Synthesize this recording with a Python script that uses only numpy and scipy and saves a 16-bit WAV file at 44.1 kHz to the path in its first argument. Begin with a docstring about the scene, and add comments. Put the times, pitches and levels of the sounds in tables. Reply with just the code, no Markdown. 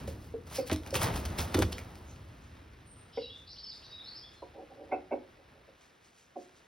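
"""A hawk thrashes against the wire mesh of a garden pen, then settles on the wet boards.
Its feathers hiss and zip as noise, wires tick, snap and twang, the frame rings in decaying tones, and air puffs.
Short knock-like clucks and hoarse murmurs, probably a hen's, are uneven pulses sent through resonances.
A small songbird in the trees sings one phrase of gliding and buzzing tones; the garden is a faint hush of noise."""
import sys
import numpy as np
from scipy import signal
from scipy.fft import rfft, irfft, next_fast_len
from scipy.io import wavfile
from scipy.ndimage import uniform_filter1d

SR = 44100
rng = np.random.default_rng(int(sys.argv[2]) if len(sys.argv) > 2 else 0)


def digitize_waveform(pressure):
    """Quantize a signal to 16-bit integers and store it at the path in sys.argv[1].

    Rows of a 2-D input are taken as channels; values are limited to [-1, 1].
    """
    field = np.atleast_2d(pressure).T
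    bounded = np.clip(field, -1, 1)
    quanta = np.round(bounded * 32767).astype(np.int16)
    wavfile.write(sys.argv[1], SR, quanta)


N = 294132
TIME = np.arange(N) / SR


def from_db(db):
    """Turn decibels into a gain."""
    return 10 ** (np.asarray(db) / 20)


def rms_one(x):
    """Scale a sound to an rms of 1."""
    return x / np.sqrt(np.mean(x ** 2) + 1e-20)


def level(rows):
    """Gain at every sample from rows (time [s], level [dB])."""
    return from_db(np.interp(TIME, *np.transpose(rows)))


def at_hz(points, hz):
    """Read a table of rows (frequency, value) on a log-frequency axis."""
    table_hz, values = np.array(points)[:, 0], np.array(points)[:, 1]
    return np.interp(np.log(hz), np.log(table_hz), values)


def add(track, s, sound):
    """Mix a short sound into the track at time s."""
    start = max(round(s * SR), 0)
    track[start:start + len(sound)] += sound[:max(N - start, 0)]


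def drift(rate):
    """Random wander around 0: a new random value `rate` times a second, joined by straight lines."""
    knots = rng.standard_normal(8192)
    return np.interp(TIME * rate, np.arange(len(knots)), knots)


def lowpass(x, order, cutoff_hz):
    """Dull a sound above the cutoff."""
    return signal.sosfilt(signal.butter(order, cutoff_hz, fs=SR, output="sos"), x)


def resonate(x, hz, width):
    """Two-pole resonance with gain 1 on top."""
    r = np.exp(-np.pi * width / SR)
    top = np.array([1, 0, -1]) * (1 - r * r) / 2
    return signal.lfilter(top, [1, -2 * r * np.cos(2 * np.pi * hz / SR), r * r], x)


def ring(clicks, hz, t60):
    """A unit click sets a sine of height 1 ringing; it falls by 60 dB in t60 seconds."""
    r, w = np.exp(-np.log(1000) / (t60 * SR)), 2 * np.pi * hz / SR
    return signal.lfilter([0, np.sin(w)], [1, -2 * r * np.cos(w), r * r], clicks + 1e-18)


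def coloured(spectrum, likeness, grain_db=0):
    """Stereo noise of rms 1 in half-octave bands; grain_db clumps it into tiny clicks."""
    edges = 22 * 2 ** np.arange(0, 10, .5)
    clumps = np.repeat(rng.standard_normal(N // 16 + 1).clip(-3, 3), 16)[:N]
    white = rng.standard_normal((2, 2, N)) * from_db(grain_db * clumps)
    out = 0
    for k, (low, high) in enumerate(zip(edges, edges[1:])):
        band = signal.butter(2, [low, high], "band", fs=SR, output="sos")
        mid, side = signal.sosfilt(band, white[k % 2])   # neighbouring bands use separate noise
        hz = np.sqrt(low * high)
        alike = np.clip(at_hz(likeness, hz), -1, 1)
        stereo = np.sqrt(1 + alike) * mid + np.sqrt(1 - alike) * side * [[1], [-1]]
        out = out + from_db(at_hz(spectrum, hz)) * stereo
    return rms_one(out)


def scatter(x, t60, wet_db, apart):
    """Add dense fading echoes as noise tails, partly different at each port."""
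    t = TIME[:SR]
    shared, own = rng.standard_normal((2, SR))
    fade = np.exp(-np.log(1000) * t / t60) * (t > .005)
    tail = (shared + apart * own * [[1], [-1]]) * fade
    tail = tail / np.sqrt(np.sum(tail ** 2) / 2)
    return x + from_db(wet_db) * signal.fftconvolve(np.atleast_2d(x), tail, axes=1)[:, :N]


# tone colour of the distant hush: (frequency [Hz], relative level per Hz [dB])
GARDEN_COLOUR = [(24, -1), (45, -5), (90, -4.5), (200, -6.5), (560, -7), (900, -10), (1400, -9),
                 (2800, -15), (5500, -24), (8000, -32.5), (12000, -33), (16000, -41)]
# how alike left and right are in the hush: (frequency [Hz], likeness [-1 to 1])
GARDEN_LIKENESS = [(60, 0.94), (130, 0.96), (290, 0.73), (640, 0.022), (1400, 0.26), (3100, 1), (7000, 1),
                   (15000, 1)]
# loudness of the hush: (time [s], level [dB])
HUSH_LEVEL = [(0, -62.5), (2.6, -60.5), (3.6, -62.5), (3.9, -59), (4.5, -60), (5.25, -62), (5.38, -61),
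              (6.2, -64.5), (6.67, -62)]


def garden():
    """The distant garden is a steady, slightly grainy noise whose level wanders."""
    hush = coloured(GARDEN_COLOUR, GARDEN_LIKENESS, grain_db=3.0)
    return level(HUSH_LEVEL) * from_db(drift(12)) * hush


TRILL_HZ = 123.3   # how often the pitch swings up and down each second


def song_note(length, start_hz, end_hz, db, trill_hz, waver_hz, arch_hz=0):
    """One note: a sine on an arched glide, with a trill and a random waver on its pitch."""
    u = np.linspace(0, 1, int(length * SR))
    glide = start_hz + (end_hz - start_hz) * u + arch_hz * np.sin(np.pi * u)
    trill = trill_hz * np.sin(2 * np.pi * TRILL_HZ * length * u)
    hz = glide + trill + waver_hz * drift(396.0)[:len(u)]
    swelling = np.sqrt(2) * np.sin(np.pi * u)
    return from_db(db) * swelling * np.sin(2 * np.pi * np.cumsum(hz) / SR)


# whistled glides: (time [s], length [s], start pitch [Hz], end pitch [Hz], level [dB],
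# arch of the glide [Hz], trill depth [Hz])
SONG_WHISTLES = [(2.848, 0.11, 9150, 8400, -63, 10, 97), (2.949, 0.069, 8940, 8800, -63.5, 11, 108),
                 (3.188, 0.043, 4640, 4660, -62, 1, -4), (3.211, 0.073, 4130, 3780, -50, -95.5, -4),
                 (3.215, 0.083, 2680, 3080, -60, -70, 4), (3.29, 0.049, 3200, 3540, -52, 63, 0),
                 (3.336, 0.045, 3560, 3510, -53, 0, 0), (3.558, 0.022, 2620, 4500, -57, -150, 0),
                 (3.575, 0.029, 3950, 5300, -49.5, -2, 100), (3.629, 0.025, 5170, 5230, -48, 65, 3),
                 (3.634, 0.034, 4100, 2950, -64, -480, -2), (3.687, .028, 4800, 5300, -51, 3, 198),
                 (3.707, 0.024, 4600, 3520, -52, -280, 2), (3.824, 0.064, 5400, 5850, -68.5, 122, 150),
                 (3.909, 0.077, 3760, 3780, -51, 45, 33), (3.989, 0.04, 3480, 3950, -49.5, 4, 177),
                 (4.031, 0.041, 5250, 5080, -57.5, -3, 60), (4.05, 0.068, 3900, 4520, -47.5, 118, 203),
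                 (4.221, 0.045, 3250, 3680, -54.5, -100, 0), (4.25, 0.02, 3330, 3290, -71, -6, 0),
                 (4.282, 0.063, 3400, 3750, -66, 0, 150), (4.347, 0.064, 4270, 4050, -65.5, 0, 0)]
# buzzy notes: (time [s], length [s], centre pitch [Hz], level [dB], rise in pitch [Hz], trill depth [Hz])
SONG_BUZZES = [(3.113, 0.15, 3316, -58.5, -300, 450), (3.118, 0.15, 4930, -57.5, -500, 402),
               (3.459, 0.092, 4680, -52.5, 1303, 590), (3.57, 0.046, 4550, -51.5, 899, 400),
               (3.653, 0.05, 4580, -47.5, 202, 200), (3.697, 0.037, 4560, -49.5, -900, 454),
               (3.811, 0.025, 3050, -60, 300, 403), (3.815, 0.074, 4270, -57, 296, 450),
               (3.899, 0.034, 4800, -57, 498, 200), (4.146, 0.043, 5010, -47.5, 606, 250)]
WHISTLE_WAVER_HZ, BUZZ_WAVER_HZ = 42, 180   # random waver of the pitch
TREES_T60_S, TREES_DB = 0.51, 1   # echoes of the song


def songbird():
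    """Whistles and buzzes, both gliding sines, waver in loudness and are blurred by echoes in the trees."""
    out = np.zeros(N)
    for s, length, start_hz, end_hz, db, arch_hz, trill_hz in SONG_WHISTLES:
        add(out, s, song_note(length, start_hz, end_hz, db, trill_hz, WHISTLE_WAVER_HZ, arch_hz))
    for s, length, hz, db, rise_hz, depth_hz in SONG_BUZZES:
        add(out, s, song_note(length, hz - rise_hz / 2, hz + rise_hz / 2, db, depth_hz, BUZZ_WAVER_HZ))
    return scatter(out * from_db(2.5 * drift(220)), TREES_T60_S, TREES_DB, apart=0.25)


def formants(x, modes):
    """Parallel steep resonances from rows (frequency [Hz], width [Hz], level [dB]); rms 1."""
    out = 0
    for hz, width, db in modes:
        band = signal.butter(2, [max(hz - width / 2, 30), hz + width / 2], "band", fs=SR, output="sos")
        out = out + from_db(db) * resonate(signal.sosfilt(band, x), hz, 2 * width)
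    return rms_one(out)


# resonances of the mouth: (frequency [Hz], width [Hz], relative level [dB])
MOUTH_RESONANCES = [(347, 192, 6.5), (549, 153, 12.5), (720.4, 160, 8)]
# upper resonances: (multiple of the beak resonance [ratio], width [Hz], relative level [dB])
BEAK_RESONANCES = [(.44, 300, -9.5), (.65, 200, -3.5), (1, 242, 2.5), (1.17, 130, -3)]
# upper resonances grow with opening and with loudness: base, dB per dB of loudness, reference loudness
BEAK_DB, BEAK_PER_LOUD_DB, LOUD_DB = 6.5, 4.5, -28
THROAT_TOP_HZ = 1060   # with the beak shut little gets out above this
CLUCK_CREST_SHARE = 0.32   # a cluck is loudest this far into its length


def hen_note(length, pitch_hz, rough, throat_hz, db, open_db, beak_hz, crest=CLUCK_CREST_SHARE):
    """A few uneven pulses through the throat; an open beak adds further resonances."""
    t = TIME[:SR // 4]
    rough, progress = np.clip(rough, 0, 1), np.clip(t / length, 0, 1)
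    jitter = rms_one(uniform_filter1d(rng.standard_normal(len(t)), size=120))
    falling = 0.056 * (1 - 2 * progress)   # the pitch slides down through the note
    cycles = np.cumsum(pitch_hz * (1 + falling + 0.04 * rough * jitter)) / SR
    pulses = rms_one(np.diff(np.floor(cycles + .5), prepend=0))
    effort = np.interp(progress, [0, np.clip(crest, .1, .9), 1], [0, 1, 0]) ** 0.66
    source = effort * ((1 - rough) * pulses + rough * rng.standard_normal(len(t)))
    throat = formants(source, [(throat_hz, 230, 0)])
    throat = throat + from_db(open_db) * formants(source, MOUTH_RESONANCES)
    beak = [(multiple * beak_hz, width, mode_db) for multiple, width, mode_db in BEAK_RESONANCES]
    beak_db = BEAK_DB + open_db + BEAK_PER_LOUD_DB * (db - LOUD_DB)
    voice = lowpass(throat, 4, THROAT_TOP_HZ) + from_db(beak_db) * formants(source, beak)
    return from_db(db) * rms_one(voice) * np.sqrt(length / t[-1])


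LINGER_T60_S = 0.29   # a cluck's strongest partial rings on


def lingering(length, hz, db):
    """One partial builds up while the cluck lasts, then dies away."""
    t = TIME[:SR // 2]
    fade = from_db(db - 60 * np.maximum(t - length, 0) / LINGER_T60_S)
    build_up = np.minimum(t / length, 1) ** 2
    return fade * build_up * np.sqrt(2) * np.sin(2 * np.pi * hz * t)


# clucks: (time [s], length [s], pitch [Hz], roughness [0-1], throat resonance [Hz], level [dB],
# opening of the beak [dB], beak resonance [Hz], lingering note [Hz], level of the lingering note [dB])
HEN_CLUCKS = [(0.075, 0.0094, 262, 0.24, 520, -39.5, -26, 2200, 498, -56),
              (0.337, 0.013, 234, 0.08, 413, -36.5, -41, 2200, 459, -52),
              (0.581, 0.025, 258, 0.17, 459, -29, -26.5, 2190, 520, -46),
              (0.921, 0.024, 295, 0.55, 490, -35.5, -30, 2200, 502, -48),
              (3.171, 0.014, 244, 0.25, 463, -32, -9.5, 2160, 482, -47),
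              (4.418, 0.015, 333, 0.47, 865, -43, 1.5, 2200, 724, -56.5),
              (4.91, 0.041, 375.5, 0.55, 737, -32, 3, 2200, 769, -48),
              (5.108, 0.038, 352.7, 0.71, 630, -33, -1.5, 2280, 577.5, -49),
              (5.674, 0.016, 320, 0.56, 545, -57.5, 9, 2200, 520, -68),
              (6.354, 0.028, 358, 0.45, 670, -41.5, 12.5, 2120, 718, -51)]
# low hoarse murmurs between clucks: (time [s], length [s], level [dB])
HEN_MURMURS = [(4.528, 0.12, -52), (4.691, 0.048, -55), (4.734, 0.155, -54.5), (4.885, 0.028, -55),
               (5.343, .12, -67), (5.497, 0.136, -68.5)]
MURMUR_HZ, MURMUR_THROAT_HZ, MURMUR_BEAK_HZ = 318, 610, 2300
MURMUR_OPEN_DB, MURMUR_ROUGH = 12.5, 0.8
MURMUR_CREST_SHARE = 0.47   # a murmur swells nearly to its middle
WALL_ECHO_S, WALL_ECHO_DB = 0.04, -17.5   # a nearby wall throws the clucks back
YARD_T60_S, YARD_DB = .36, -11   # echoes of the yard
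BOOM_HZ, BOOM_WIDTH_HZ, BOOM_T60_S, BOOM_DB = 263, 233, 0.38, -0.5   # the yard's low notes linger longest


def hen():
    """Short clucks and hoarse murmurs, echoing in the yard."""
    out, rings = np.zeros((2, N))
    for s, length, pitch_hz, rough, throat_hz, db, open_db, beak_hz, linger_hz, linger_db in HEN_CLUCKS:
        note = hen_note(length, pitch_hz, rough, throat_hz, db, open_db, beak_hz)
        add(rings, s, lingering(length, linger_hz, linger_db))
        add(out, s, note)
        add(out, s + WALL_ECHO_S, from_db(WALL_ECHO_DB) * note)
    for s, length, db in HEN_MURMURS:
        murmur = hen_note(length, MURMUR_HZ, MURMUR_ROUGH, MURMUR_THROAT_HZ, db,
                          MURMUR_OPEN_DB, MURMUR_BEAK_HZ, MURMUR_CREST_SHARE)
        add(out, s, murmur)
    near = scatter(out, t60=.11, wet_db=-8, apart=.7)
    low = resonate(resonate(out, BOOM_HZ, BOOM_WIDTH_HZ), BOOM_HZ, BOOM_WIDTH_HZ)
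    boom = scatter(low, BOOM_T60_S, BOOM_DB, apart=0.16) - low   # keep only the echoes
    yard = scatter(near, YARD_T60_S, YARD_DB, apart=.6)
    return (yard + boom + rings) * from_db([[-.8], [.8]])   # a little louder on the right


def swell(s, db, rise, fade):
    """Power of a stroke that grows to a crest at time s and dies away."""
    distance = np.maximum((s - TIME) / rise, (TIME - s) / fade)
    return from_db(db) ** 2 * np.exp(-2 * np.minimum(distance, 20))


# faint crisp rustles once the bird has settled: (time [s], level [dB])
PLUMAGE_STIRS = [(2.12, -66), (2.44, -66.5), (3.38, -67), (3.76, -64.5), (4.35, -66.5), (5.83, -65),
                 (6.06, -65), (6.185, -63), (6.415, -63), (6.57, -65.5)]
# tone colour of these rustles: (frequency [Hz], relative level per Hz [dB])
CRISP_COLOUR = [(500, -41), (1500, 10), (4000, 10), (7000, 12.5), (11000, -7), (15500, -3)]
# how alike left and right are, here and in the wings: (frequency [Hz], likeness [-1 to 1])
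HAWK_LIKENESS = [(60, .999), (170, .99), (400, 0.88), (800, 0.37), (1300, 0.4), (2000, 0.98), (5000, 1),
                 (14000, 1)]
STIR_RISE_S, STIR_FADE_S, STIR_GRAIN_DB = 0.033, 0.071, 4.5


def stirs():
    """Brief, crackly shifts of the plumage, made of clumped noise."""
    power = sum(swell(s, db, STIR_RISE_S, STIR_FADE_S) for s, db in PLUMAGE_STIRS)
    return np.sqrt(power) * coloured(CRISP_COLOUR, HAWK_LIKENESS, STIR_GRAIN_DB)


# the bird's weight landing on the pen: (time [s], strength of the blow [dB], contact time [s])
WEIGHT_THUMPS = [(0.077, -30, 0.012), (0.718, -17.5, 0.00065), (0.741, -18, 0.018), (1.391, -10, 0.038),
                 (1.549, -19, 0.0014), (1.56, -21, 0.00068), (1.582, -17, 0.00036), (1.6, -19, 0.00063),
                 (1.622, -27, 0.0018), (1.643, -9.5, 0.027)]
# the notes the frame rings at: (frequency [Hz], relative level [dB], time to fall by 60 dB [s])
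FRAME_MODES = [(78.2, -10, 0.21), (109, -9.5, 0.067), (184.7, -20, 0.163), (256.5, -8.5, 0.09),
               (312.2, -8, 0.18), (366, -1, 0.034), (520, -9, 0.063), (635, -17, 0.086)]


def frame():
    """Soft blows shake the pen; the longer the contact, the more weakly high modes answer."""
    out = np.zeros(N)
    for k, (hz, mode_db, t60) in enumerate(FRAME_MODES):
        clicks = np.zeros(N)
        for s, db, contact in WEIGHT_THUMPS:
            strength = from_db(db + mode_db + rng.normal(0, 2.5, 1))   # each mode is struck a bit unevenly
            add(clicks, s, strength / np.hypot(1, hz * contact))
        out += (-1) ** k * ring(clicks, hz, t60)   # neighbouring modes swing in opposite directions
    return scatter(out, t60=0.62, wet_db=-9.5, apart=0.089) * from_db([[-.5], [.5]])


# a stretched wire let go by a talon: (time [s], level [dB], brightness [Hz])
WIRE_TWANGS = [(0.6966, -29.5, 3270), (0.7004, -33, 1900), (1.542, -25, 4500), (1.621, -22.5, 4530)]
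TWANG_LAG_S = 0.0035   # bending waves: 1 kHz arrives this late, higher notes sooner


def twangs():
    """The wire spreads a flick into a short falling chirp that runs on round the mesh."""
    out, hz = np.zeros(N), np.arange(1, 2050) * SR / 4096
    travel = np.exp(-4j * np.pi * TWANG_LAG_S * np.sqrt(1000 * hz))
    for s, db, bright_hz in WIRE_TWANGS:
        loudness = hz / np.hypot(hz, 600) / (1 + (hz / bright_hz) ** 2) / hz ** .5
        chirp = irfft(travel * loudness)[:SR // 40]
        add(out, s, from_db(db) * chirp / np.abs(chirp).max())
    return scatter(out, t60=0.041, wet_db=-2.0, apart=0.33)


# quills and talons snapping over a wire: (time [s], level [dB], centre of the tick [Hz],
# share of broad crack [0-1])
WIRE_SNAPS = [(0.078, -36.5, 1470, 0.4), (.468, -47, 1560, 0.5), (0.518, -51, 2530, .3),
              (0.526, -40, 1740, 0.4), (0.7143, -25.5, 3800, 0), (.717, -24.5, 2300, 0.05),
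              (.761, -31, 3020, 0.84), (.834, -41, 2640, 0.1), (0.863, -38, 2100, 0),
              (.907, -36, 4800, 0.3), (.9436, -19, 1280, 0.25), (0.954, -18.5, 2580, 0.04),
              (1.0174, -19, 1900, 0.2), (1.1387, -36, 2250, 0.1), (1.159, -25.5, 1190, .3),
              (1.253, -29, 5800, 0.95), (1.392, -27, 1500, 0.2), (1.546, -22, 3020, 0),
              (1.59, -23, 7000, 0.8), (1.593, -31, 6000, 0.8), (1.598, -34, 5000, 0.9),
              (1.6055, -37, 2900, 0.1), (1.621, -23, 2420, 0.1), (1.625, -27.5, 4450, 0),
              (1.642, -42, 3200, 0.5), (1.728, -27.5, 3520, 0), (1.782, -27.5, 1850, 0),
              (1.955, -40, 1800, 0.7), (2.161, -49, 2750, 0), (2.736, -47, 1680, 0)]
SNAP_FADE_S = 0.002


def mesh():
    """A plucked wire cracks and ticks at a pitch of its own, damped at once by its neighbours."""
    out, t = np.zeros(N), TIME[:SR // 50]
    for s, db, hz, share in WIRE_SNAPS:
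        crack = rng.standard_normal(len(t)) * np.exp(-t / SNAP_FADE_S)
        share = np.clip(share, 0, 1)
        broad = lowpass(crack, 1, 7000)
        tick = 2.0 * resonate(crack, hz, hz / 2)
        add(out, s, from_db(db) * (share * broad + (1 - share) * tick))
    return scatter(out, t60=0.22, wet_db=-4.0, apart=0.081)


# stiff flight feathers zipping along a wire: (time of the crest [s], level [dB], rise [s], fade [s],
# pitch at the crest [Hz])
FEATHER_SWISHES = [(0.568, -42, 0.012, 0.013, 5350), (0.61, -52.5, .03, 0.033, 4870),
                   (0.675, -58, 0.0066, .01, 4320), (2.105, -59, 0.021, 0.028, 6400)]
SWISH_SAG_HZ_PER_S, SWISH_WIDTH_HZ = 6500, 1000   # the zip drops as the wing slows


def swishes():
    """Barbs passing a wire make a narrow hiss whose pitch follows the wing's speed."""
    out = 0
    for s, db, rise, fade, hz in FEATHER_SWISHES:
        pitch = hz - SWISH_SAG_HZ_PER_S * np.clip(TIME - s, -.1, .1)
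        barbs = lowpass(rng.standard_normal((2, N)), 2, SWISH_WIDTH_HZ / 2)
        phase = 2 * np.pi * np.cumsum(pitch) / SR
        # slow noise on two carriers becomes a narrow band around the pitch
        hiss = rms_one(barbs[0] * np.cos(phase) + barbs[1] * np.sin(phase))
        out = out + np.sqrt(swell(s, db, rise, fade)) * hiss
    return out


# each wire ticks at a pitch of its own: frequency [Hz]
WIRE_TICK_HZ = [800, 1200, 1700, 2400, 3300, 4400, 5600, 10000]
TICKS_PER_S = 450   # quills flicking over the wires, on average


def ticks():
    """A coarse run of short ticks of uneven size, dealt at random to the wires; rms 1."""
    happens = rng.random(N) < TICKS_PER_S / SR
    sizes = happens * rng.uniform(.25, 1, N) ** 2 * rng.choice([-1, 1], N)
    wire = rng.integers(0, len(WIRE_TICK_HZ), N)
    out = 0
    for k, hz in enumerate(WIRE_TICK_HZ):
        out = out + rms_one(resonate(sizes * (wire == k) + 1e-18, hz, hz / 4))
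    return rms_one(out)


# a wing dragged along the mesh: (time of the crest [s], level [dB], fade [s], body of the wing [dB])
WING_SWEEPS = [(0.234, -62, 0.066, -8), (0.562, -40.5, 0.033, -2.5), (0.678, -42, 0.011, -16),
               (0.731, -38, 0.01, 7), (0.873, -54, 0.029, 13), (1.032, -32, 0.026, 6.5),
               (1.071, -54, 0.057, 28), (1.164, -43, 0.036, 9), (1.574, -43.5, 0.016, 15)]
# a wing slapping the mesh: (time of the crest [s], level [dB], fade [s], body of the wing [dB])
WING_SLAPS = [(0.077, -49.5, 0.038, -12), (0.473, -57.5, 0.022, 11), (0.516, -51.5, 0.013, 11),
              (.944, -36.5, 0.022, 5), (0.96, -28, 0.012, 4.5), (1.258, -40.5, 0.005, 6),
              (1.387, -32.5, 0.03, 4.5), (1.548, -35.5, 0.005, 10.5), (1.624, -35, 0.004, 16),
              (1.726, -41.5, 0.0075, 4), (1.782, -48.5, 0.02, -12)]
# plumage stirring between the blows, before each layer's own gain: (time [s], level [dB])
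RUSTLE_LEVEL = [(0, -42.5), (.2, -53), (.45, -58.5), (.55, -45.5), (.85, -54), (1.0, -38), (1.1, -44),
                (1.25, -40), (1.5, -38), (1.8, -46), (2.5, -60.5), (6.67, -74.5)]
# air stirring round the microphone, before the air gain: (time [s], level [dB])
DRAUGHT_LEVEL = [(0, -33), (.17, -38), (.35, -44), (.6, -46.5), (.98, -38.5), (1.1, -30), (1.75, -43),
                 (2.05, -44), (2.4, -47.5), (3.7, -57.5), (4.6, -58.5), (5.6, -60.5), (6.67, -104)]
# tone colour of the feather hiss: (frequency [Hz], relative level per Hz [dB])
BARB_COLOUR = [(300, -37.5), (900, -23), (2000, 11), (3500, 7.5), (5300, 11), (7000, 7.5), (8500, 11),
               (11000, -2), (13000, 9), (15500, -13)]
# tone colour of the whole wing: (frequency [Hz], relative level per Hz [dB])
WING_COLOUR = [(60, -6), (130, 3.5), (280, -10), (550, -4.5), (1100, -7.5), (2000, -16.5), (4000, -22.5),
               (9000, -39)]
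# tone colour of the moving air: (frequency [Hz], relative level per Hz [dB])
AIR_COLOUR = [(25, -17), (45, -3.5), (80, 3), (110, -5), (160, -13.5), (260, -10.5), (450, -24.5),
              (900, -89)]
SWEEP_RISE_SHARE = 0.85   # a sweep's rise time over its fade time
SLAP_RISE_S = 0.0045
BARB_GRAIN_DB, TICKS_DB = 4.8, -6   # graininess of the hiss; ticks under the stroke
PUFF_DB, PUFF_LAG_S = -14, 0.063   # air that follows each stroke, relative to the wing's body


def wings():
    """Each stroke drags barbs over the wires: a grainy hiss on the duller flap of the wing, then a puff of air."""
    strokes = [(s, db, SWEEP_RISE_SHARE * fade, fade, body_db) for s, db, fade, body_db in WING_SWEEPS]
    strokes += [(s, db, SLAP_RISE_S, fade, body_db) for s, db, fade, body_db in WING_SLAPS]
    hiss, flap, rustle = 0, 0, level(RUSTLE_LEVEL) ** 2   # these three are powers
    for s, db, rise, fade, body_db in strokes:
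        power = swell(s, db, rise, fade)
        hiss = hiss + power
        flap = flap + power * from_db(body_db) ** 2
    flutter = from_db(0.75 * drift(170))   # single feathers flick past
    barb_noise = coloured(BARB_COLOUR, HAWK_LIKENESS, BARB_GRAIN_DB)
    barbs = np.sqrt(hiss + rustle * from_db(-35.5)) * barb_noise
    wing = from_db(-5.0) * np.sqrt(flap + rustle) * coloured(WING_COLOUR, HAWK_LIKENESS, grain_db=0.0)
    linger = np.exp(-1 / (PUFF_LAG_S * SR))
    puffs = from_db(PUFF_DB) ** 2 * signal.lfilter([1 - linger], [1, -linger], flap)
    air_level = np.sqrt(puffs + level(DRAUGHT_LEVEL) ** 2)
    air = from_db(-4.5) * air_level * coloured(AIR_COLOUR, HAWK_LIKENESS)
    quills = from_db(TICKS_DB) * np.sqrt(np.minimum(hiss, flap)) * ticks()
    return flutter * (barbs + wing) + quills + air


def scene():
    """The hawk close by, hen and songbird farther off, the garden behind."""
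    hawk = wings() + swishes() + mesh() + twangs() + frame() + stirs()
    return hawk + hen() + songbird() + garden()


# microphone pair: (frequency [Hz], phase by which the left port leads [radians])
PORT_LEAD = [(0, 0), (1000, .15), (2600, .55), (3400, .3), (5200, .55), (6300, 1.6), (7300, 3.14),
             (8300, 4.2), (10400, 6.28), (12000, 7.5), (13600, 9.42), (14800, 10.6), (16000, 11.8)]
RUMBLE_CUT_HZ, TOP_CUT_HZ = 48, 15900


def record(dry):
    """The two microphone ports drift out of phase in the treble; deep rumble and the top are cut off."""
    size = next_fast_len(N + SR // 10)
    lead = np.interp(np.arange(size // 2 + 1) * SR / size, *np.transpose(PORT_LEAD))
    turn = np.exp(.5j * lead * [[1], [-1]])   # half the lead to each side
    ports = irfft(rfft(dry, size) * turn, size)[:, :N]
    ports = signal.sosfilt(signal.butter(2, RUMBLE_CUT_HZ, "high", fs=SR, output="sos"), ports)
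    return signal.sosfilt(signal.ellip(10, .1, 80, TOP_CUT_HZ, fs=SR, output="sos"), ports)


dry = scene()
out = record(dry)
digitize_waveform(out)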